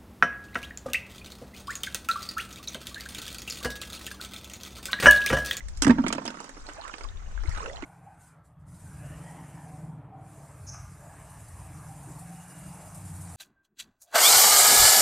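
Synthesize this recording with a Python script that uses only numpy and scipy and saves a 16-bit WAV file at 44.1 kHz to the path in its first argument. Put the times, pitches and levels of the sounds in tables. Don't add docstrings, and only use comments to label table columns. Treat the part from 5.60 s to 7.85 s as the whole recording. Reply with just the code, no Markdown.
import sys
import numpy as np
from scipy import signal
from scipy.fft import rfft, irfft, next_fast_len
from scipy.io import wavfile
from scipy.ndimage import uniform_filter1d

SR = 44100
rng = np.random.default_rng(int(sys.argv[2]) if len(sys.argv) > 2 else 0)


def persist_wave(psi):
    counts = np.round(np.clip(psi, -1, 1) * 32767).astype(np.int16)
    wavfile.write(sys.argv[1], SR, np.atleast_2d(counts).T)


N = 99225

# (frequency [Hz], gain [dB])
BODY_SPECTRUM = [(100, -44), (250, -6.5), (480, -5), (1000, -1.5), (1400, -3), (2500, -68.5)]
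SPRAY_SPECTRUM = [(2000, -10), (3600, -6.5), (5000, 3), (6300, 3), (8500, 1), (9400, -10), (10300, -6.5),
                  (11500, -24.5), (14000, -22), (16000, -53)]


def slaps():
    # (time [s], body level [dB], clack level [dB], spray level [dB])
    impacts = np.array([(0.2205, -25.5, -19.5, -12.5), (.232, -25, -26.5, -21), (0.2455, -34, -21, -23),
                        (0.2667, -16, -23.5, -30), (0.278, -18.5, -24, -27.5), (0.294, -16, -18.5, -36.5),
                        (0.306, -16, -24, -35), (0.384, -22, -33, -60), (0.439, -24.5, -37, -56),
                        (0.4642, -22.5, -21.5, -36), (0.4813, -52, -26, -24), (0.503, -29.5, -31, -64),
                        (0.5257, -23.5, -21.5, -21.5), (0.549, -29, -33.5, -39), (0.581, -23.5, -30, -50),
                        (0.618, -33, -60, -63), (0.653, -29, -30.5, -31.5), (0.6617, -37, -32, -34.5),
                        (0.678, -31, -27.5, -38.5), (0.703, -33.5, -37, -38)])
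    # (frequency [Hz], relative level [dB])
    cleft_modes = [(444, 0), (706, -1), (924, 10), (1097, -5), (1173, -22), (1288, -11), (1558, 2.5),
                   (1686, -11), (1931, -10)]
    ring_db, ring_t60_s = -15, 0.083
    body = bursts(impacts[:, [0, 1]], noise(BODY_SPECTRUM), decay_s=0.0066, tail_db=-21, tail_s=0.035)
    clack = bursts(impacts[:, [0, 2]], pops(), decay_s=0.0053, tail_db=-16.5, tail_s=0.023)
    spray = bursts(impacts[:, [0, 3]], noise(SPRAY_SPECTRUM), decay_s=0.0034, tail_db=-11.5, tail_s=0.0062)
    t = np.arange(SR // 2) / SR
    modes = sum(undb(db) * np.sin(2 * np.pi * hz * t) for hz, db in cleft_modes)
    modes *= np.exp(-np.log(1000) * t / ring_t60_s)
    ring = np.zeros(N)
    for start, body_db, _, _ in impacts:
        add(ring, start, undb(body_db + ring_db) * modes)
    return place(body + clack + spray + ring, echo_db=-9, t60_s=0.032)


def gulps():
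    # (time [s], frequency [Hz], level [dB], hold [s])
    pockets = [(0.221, 290, -22.5, 0.016), (0.254, 242, -15.5, 0.0074), (0.269, 284.6, -8.5, 0.017),
               (.27, 126.4, -20, 0.061), (0.2944, 250.4, -5, 0.026), (0.388, 264.4, -14, 0.023),
               (0.4427, 235, -19, 0.0064), (0.463, 326, -31.5, 0.0091), (0.487, 263, -23, 0.0067),
               (0.556, 275, -29, 0.03), (0.666, 242, -31.5, 0.035), (0.976, 310, -41, 0.0036),
               (1.086, 310, -45.5, 0.028), (1.849, 339, -39.5, 0.0086), (2.228, 300, -29.5, 0.0068)]
    # (frequency [Hz], gain [dB])
    hollow_spectrum = [(80, -20.5), (150, -2.5), (200, 3), (275, 11), (320, 1), (390, -20), (600, -24),
                       (3000, -89)]
    attack_s, decay_s, release_s = 0.0027, 0.038, 0.0051
    sink_per_s = 2.83
    churn_db, churn_t60_s = -12.5, 1.07
    t, throbs = np.arange(SR) / SR, np.zeros(N)
    for start, hz, db, hold in pockets:
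        envelope = np.minimum(t / attack_s, 1) * np.exp(-t / decay_s - np.maximum(t - hold, 0) / release_s)
        phase = 2 * np.pi * hz * t * (1 - sink_per_s * t / 2)
        add(throbs, start, undb(db) * envelope * np.sin(phase))
    retention = np.exp(-2 * np.log(1000) / churn_t60_s / SR)
    stored_energy = signal.lfilter([1 - retention], [1, -retention], throbs ** 2)
    churn = undb(churn_db) * np.sqrt(stored_energy) * steady(noise(hollow_spectrum), samples=1300)
    return (throbs + churn) * undb([[-1], [1]])


def splats():
    # (time [s], body level [dB], clack level [dB], spray level [dB])
    impacts = np.array([(0.084, -71, -38.5, -35), (0.172, -70, -44, -35), (0.742, -35.5, -40, -50),
                        (0.77, -38, -42.5, -45), (0.802, -31.5, -41, -33.5), (0.842, -35.5, -39.5, -37),
                        (0.892, -37, -37.5, -37), (0.968, -37, -42, -52), (1.087, -34, -37, -44),
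                        (1.278, -40.5, -33, -38), (1.338, -32, -26.5, -44), (1.382, -43.5, -33, -42),
                        (1.408, -34, -31.5, -47), (1.439, -40.5, -34.5, -41.5), (1.835, -37.5, -36.5, -47),
                        (1.892, -40.5, -51, -35.5), (1.974, -35.5, -31.5, -42), (2.058, -33.5, -32, -42),
                        (2.2228, -33, -33, -46)])
    body = bursts(impacts[:, [0, 1]], noise(BODY_SPECTRUM), decay_s=0.0056, tail_db=-14, tail_s=0.043)
    clack = bursts(impacts[:, [0, 2]], pops(), decay_s=0.0048, tail_db=-45, tail_s=0.011)
    spray = bursts(impacts[:, [0, 3]], noise(SPRAY_SPECTRUM), decay_s=0.0026, tail_db=-17, tail_s=0.022)
    return place(body + clack + spray, echo_db=-13, t60_s=0.067)


def bursts(hits, grain, decay_s, tail_db, tail_s):
    t, power = np.arange(SR // 5) / SR, np.zeros(N)
    attack = 1 - np.exp(-t / 0.00078)
    envelope = attack * (np.exp(-t / decay_s) + undb(tail_db) * np.exp(-t / tail_s))
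    for start, db in hits:
        add(power, start, (undb(db) * envelope) ** 2)
    return np.sqrt(power) * steady(grain, samples=300)


def pops():
    # (frequency [Hz], gain [dB])
    clack_spectrum = [(600, -30), (1200, -7.5), (1900, 1), (2400, -0.5), (3300, -1.5), (4600, -7.5),
                      (8000, -13), (14000, -79)]
    return unit(colour(swarm(900, 6000, cycles=4, spread_db=9, count=3000), clack_spectrum))


def plinks_and_gurgles():
    # (time [s], frequency [Hz], level [dB])
    plinks = [(.006, 1950, -29), (0.2481, 1860, -14.5), (0.2668, 1650, -16), (0.3044, 1780, -10.5),
              (0.3858, 1540, -24.5), (.5033, 1140, -26), (0.527, 3000, -17.5), (0.5813, 960, -24),
              (0.583, 515, -36.5), (0.678, 5070, -17.5), (1.0674, 4120, -29.5), (1.135, 7040, -30),
              (1.183, 635, -33.5), (1.203, 905, -31), (1.213, 4100, -30), (1.238, 2970, -32),
              (1.25, 1090, -29), (1.297, 1350, -26.5), (1.436, 4860, -29.5), (1.45, 1092, -28),
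              (1.488, 3580, -32), (1.573, 3500, -39.5), (1.777, 1540, -27.5), (1.858, 2080, -31),
              (1.8753, 3930, -32), (1.948, 1650, -29), (1.961, 1210, -31), (1.976, 1460, -30.5),
              (1.997, 1640, -31), (2.048, 1450, -35), (2.061, 2630, -25), (2.076, 476, -30),
              (2.083, 2700, -32.5), (2.098, 1910, -29.5), (2.1325, 3360, -34), (2.16, 4020, -30),
              (2.170, 2960, -29.5), (2.238, 2125, -25.5)]
    # (time [s], duration [s], first frequency [Hz], last frequency [Hz], level [dB])
    gurgles = [(1.17, .13, 704, 1415, -40), (2.014, 0.18, 473, 750, -39), (2.133, .07, 790, 1130, -42.5)]
    pitch_spread = 0.4
    out = np.zeros(N)
    for start, hz, db in plinks:
        add(out, start, undb(db) * bubble(hz, cycles=5.5))
    for start, duration, first_hz, last_hz, db in gurgles:
        for when, detune, strength in rng.random(size=(36, 3)):
            hz = (first_hz + (last_hz - first_hz) * when) * (1 + pitch_spread * (detune - .5))
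            add(out, start + when * duration, undb(db) * 2 * strength * bubble(hz, cycles=3.5))
    return place(out, echo_db=-11.5, t60_s=0.082)


def trickle():
    # (time [s], relative level [dB])
    lap_levels = [(0, -44), (.2, -14), (.3, 3.5), (.6, -3.5), (.8, 1.5), (1.02, -10), (1.08, 6), (1.15, -2),
                  (1.25, 6), (1.42, -6), (1.53, -8), (1.78, -5), (1.98, 9), (2.07, 4.5), (2.14, -4.5),
                  (2.25, -3.5)]
    fizz_levels = [(0, -8), (.5, -1.5), (.95, -2.5), (1.1, 0), (1.42, -1), (1.55, -13.5), (1.78, -8),
                   (1.92, 3), (2.08, 0.5), (2.25, -6)]
    # (frequency [Hz], gain [dB])
    trickle_spectrum = [(130, -28), (350, 3.5), (800, -3), (1300, 2.5), (2200, -2), (4000, -5.5),
                        (6500, -20), (8500, -11), (15000, -33)]
    coarse = swarm(750, 4700, cycles=3.3, spread_db=12, count=1600)
    fine = swarm(3660, 14000, cycles=3.9, spread_db=10.5, count=2400)
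    bubbles = undb(-47.5) * curve(lap_levels) * unit(colour(coarse, trickle_spectrum))
    fizz = undb(-56) * curve(fizz_levels) * unit(colour(fine, SPRAY_SPECTRUM))
    return place(bubbles + fizz, echo_db=-5, t60_s=0.056)


def swarm(low_hz, high_hz, cycles, spread_db, count):
    out = np.zeros(N)
    for when, pitch, strength, life in rng.random((count, 4)):
        hz = low_hz * (high_hz / low_hz) ** pitch
        add(out, when * N / SR, undb(spread_db * strength ** 3) * bubble(hz, cycles * (.5 + life)))
    return unit(out)


def bubble(hz, cycles):
    age = np.arange(int(5 * cycles / hz * SR)) / SR * hz / cycles
    pitch_rise = 0.024
    phase = 2 * np.pi * cycles * (age + pitch_rise * age ** 2 / 2)
    return np.sin(phase) * np.exp(-age) * (1 - np.exp(-age / 0.031))


def place(x, echo_db, t60_s):
    # (frequency [Hz], gain [dB])
    left_shade = [(200, -10), (380, -4), (700, -5), (1300, -38.5), (2400, -25.5), (4400, -9.5),
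                  (8000, -16.5), (15000, -10.5)]
    left_lead_s, left_echo_db = .00009, 4
    # (frequency [Hz], gain [dB])
    tints = [(1300, -7.5), (6000, 1.5)], [(500, -3.4), (2000, 4.2)]
    i = np.arange(N)
    left = np.interp(i + left_lead_s * SR, i, colour(x, left_shade))
    echoes = np.array([scatter(x, tint, t60_s) for tint in tints])
    return np.array([left, x]) + undb([[echo_db + left_echo_db], [echo_db]]) * echoes


def scatter(x, tint, t60_s):
    t = np.arange(SR // 6) / SR
    tails = colour(rng.standard_normal((4, len(t))), tint) * np.exp(-np.log(1000) * t / t60_s)
    spots = np.array([wander(per_s=25) for _ in tails]) ** 3
    shares = spots / np.linalg.norm(spots, axis=0)
    return sum(signal.oaconvolve(x * share, tail / np.linalg.norm(tail))[:N]
               for share, tail in zip(shares, tails))


def shore():
    # (frequency [Hz], gain [dB])
    hiss_spectrum = [(120, -1), (200, 1), (259, 0.5), (416, 1), (836, -2.5), (1120, -2.5), (1320, -3.5),
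                     (1620, -3.5), (3690, -12), (4860, -18), (6520, -5.5), (10100, -31), (16000, -66)]
    return undb(-55.5) * np.array([noise(hiss_spectrum) * undb(wander(per_s=10.74)) for _ in range(2)])


def breeze():
    # (time [s], level [dB])
    gust_levels = [(0, -41), (0.28, -33), (0.42, -43), (0.6, -60), (0.88, -66), (1.02, -45), (1.2, -52),
                   (1.36, -51.5), (1.5, -40.5), (1.68, -38), (1.95, -34.5), (2.25, -45.5)]
    # (frequency [Hz], gain [dB])
    rumble_spectrum = [(10, -7.5), (28, 6), (50, -4), (80, -7.5), (120, -19.5), (200, -27.5), (500, -68)]
    # (time [s], frequency [Hz], level [dB], duration [s])
    buffets = [(0.061, 49, -27, 0.051), (0.192, 49, -28.5, 0.094), (1.476, 36, -30, 0.089),
               (1.799, 43.6, -22, 0.093), (1.889, 69.6, -13, 0.015)]
    shared = noise(rumble_spectrum)
    rumble = np.array([unit(noise(rumble_spectrum) + 0.85 * shared) for _ in range(2)])
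    ports = rumble * curve(gust_levels) * undb([[3], [-1]])
    for centre, hz, db, duration in buffets:
        t = np.arange(N) / SR - centre
        ports[0] += undb(db) * np.cos(2 * np.pi * hz * t) * np.exp(-(2 * t / duration) ** 2)
    return ports


def colour(x, spectrum):
    size = 2 * next_fast_len(x.shape[-1] // 2 + 4096, True)
    hz, db = np.array(spectrum).T
    log_bins = np.log(np.fft.rfftfreq(size, 1 / SR) + 1)
    cepstrum = irfft(np.log(undb(np.interp(log_bins, np.log(hz), db))))
    cepstrum[1:size // 2] *= 2
    cepstrum[size // 2 + 1:] = 0
    return irfft(rfft(x, size) * np.exp(rfft(cepstrum)), size)[..., :x.shape[-1]]


def noise(spectrum):
    return unit(colour(rng.standard_normal(N), spectrum))


def wander(per_s):
    hold = max(int(SR / per_s), 1)
    steps = rng.standard_normal(1024)[np.arange(N) // hold % 1024]
    return unit(uniform_filter1d(steps, hold))


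def curve(points):
    return undb(np.interp(np.arange(N) / SR, *np.array(points).T))


def steady(x, samples):
    return x / np.sqrt(uniform_filter1d(x ** 2, samples) + 1e-9)


def unit(x):
    return x / np.sqrt(np.mean(x ** 2) + 1e-18)


def undb(db):
    return 10 ** (np.asarray(db) / 20)


def add(out, start_s, sound):
    i = int(np.clip(start_s * SR, 0, N - 1))
    out[i:i + len(sound)] += sound[:N - i]


def scene():
    return slaps() + splats() + gulps() + plinks_and_gurgles() + trickle() + shore() + breeze()


def record(dry):
    cutoff_hz = 15900
    return signal.sosfilt(signal.ellip(8, .2, 70, cutoff_hz, fs=SR, output="sos"), dry)


dry = scene()
out = record(dry)
persist_wave(out)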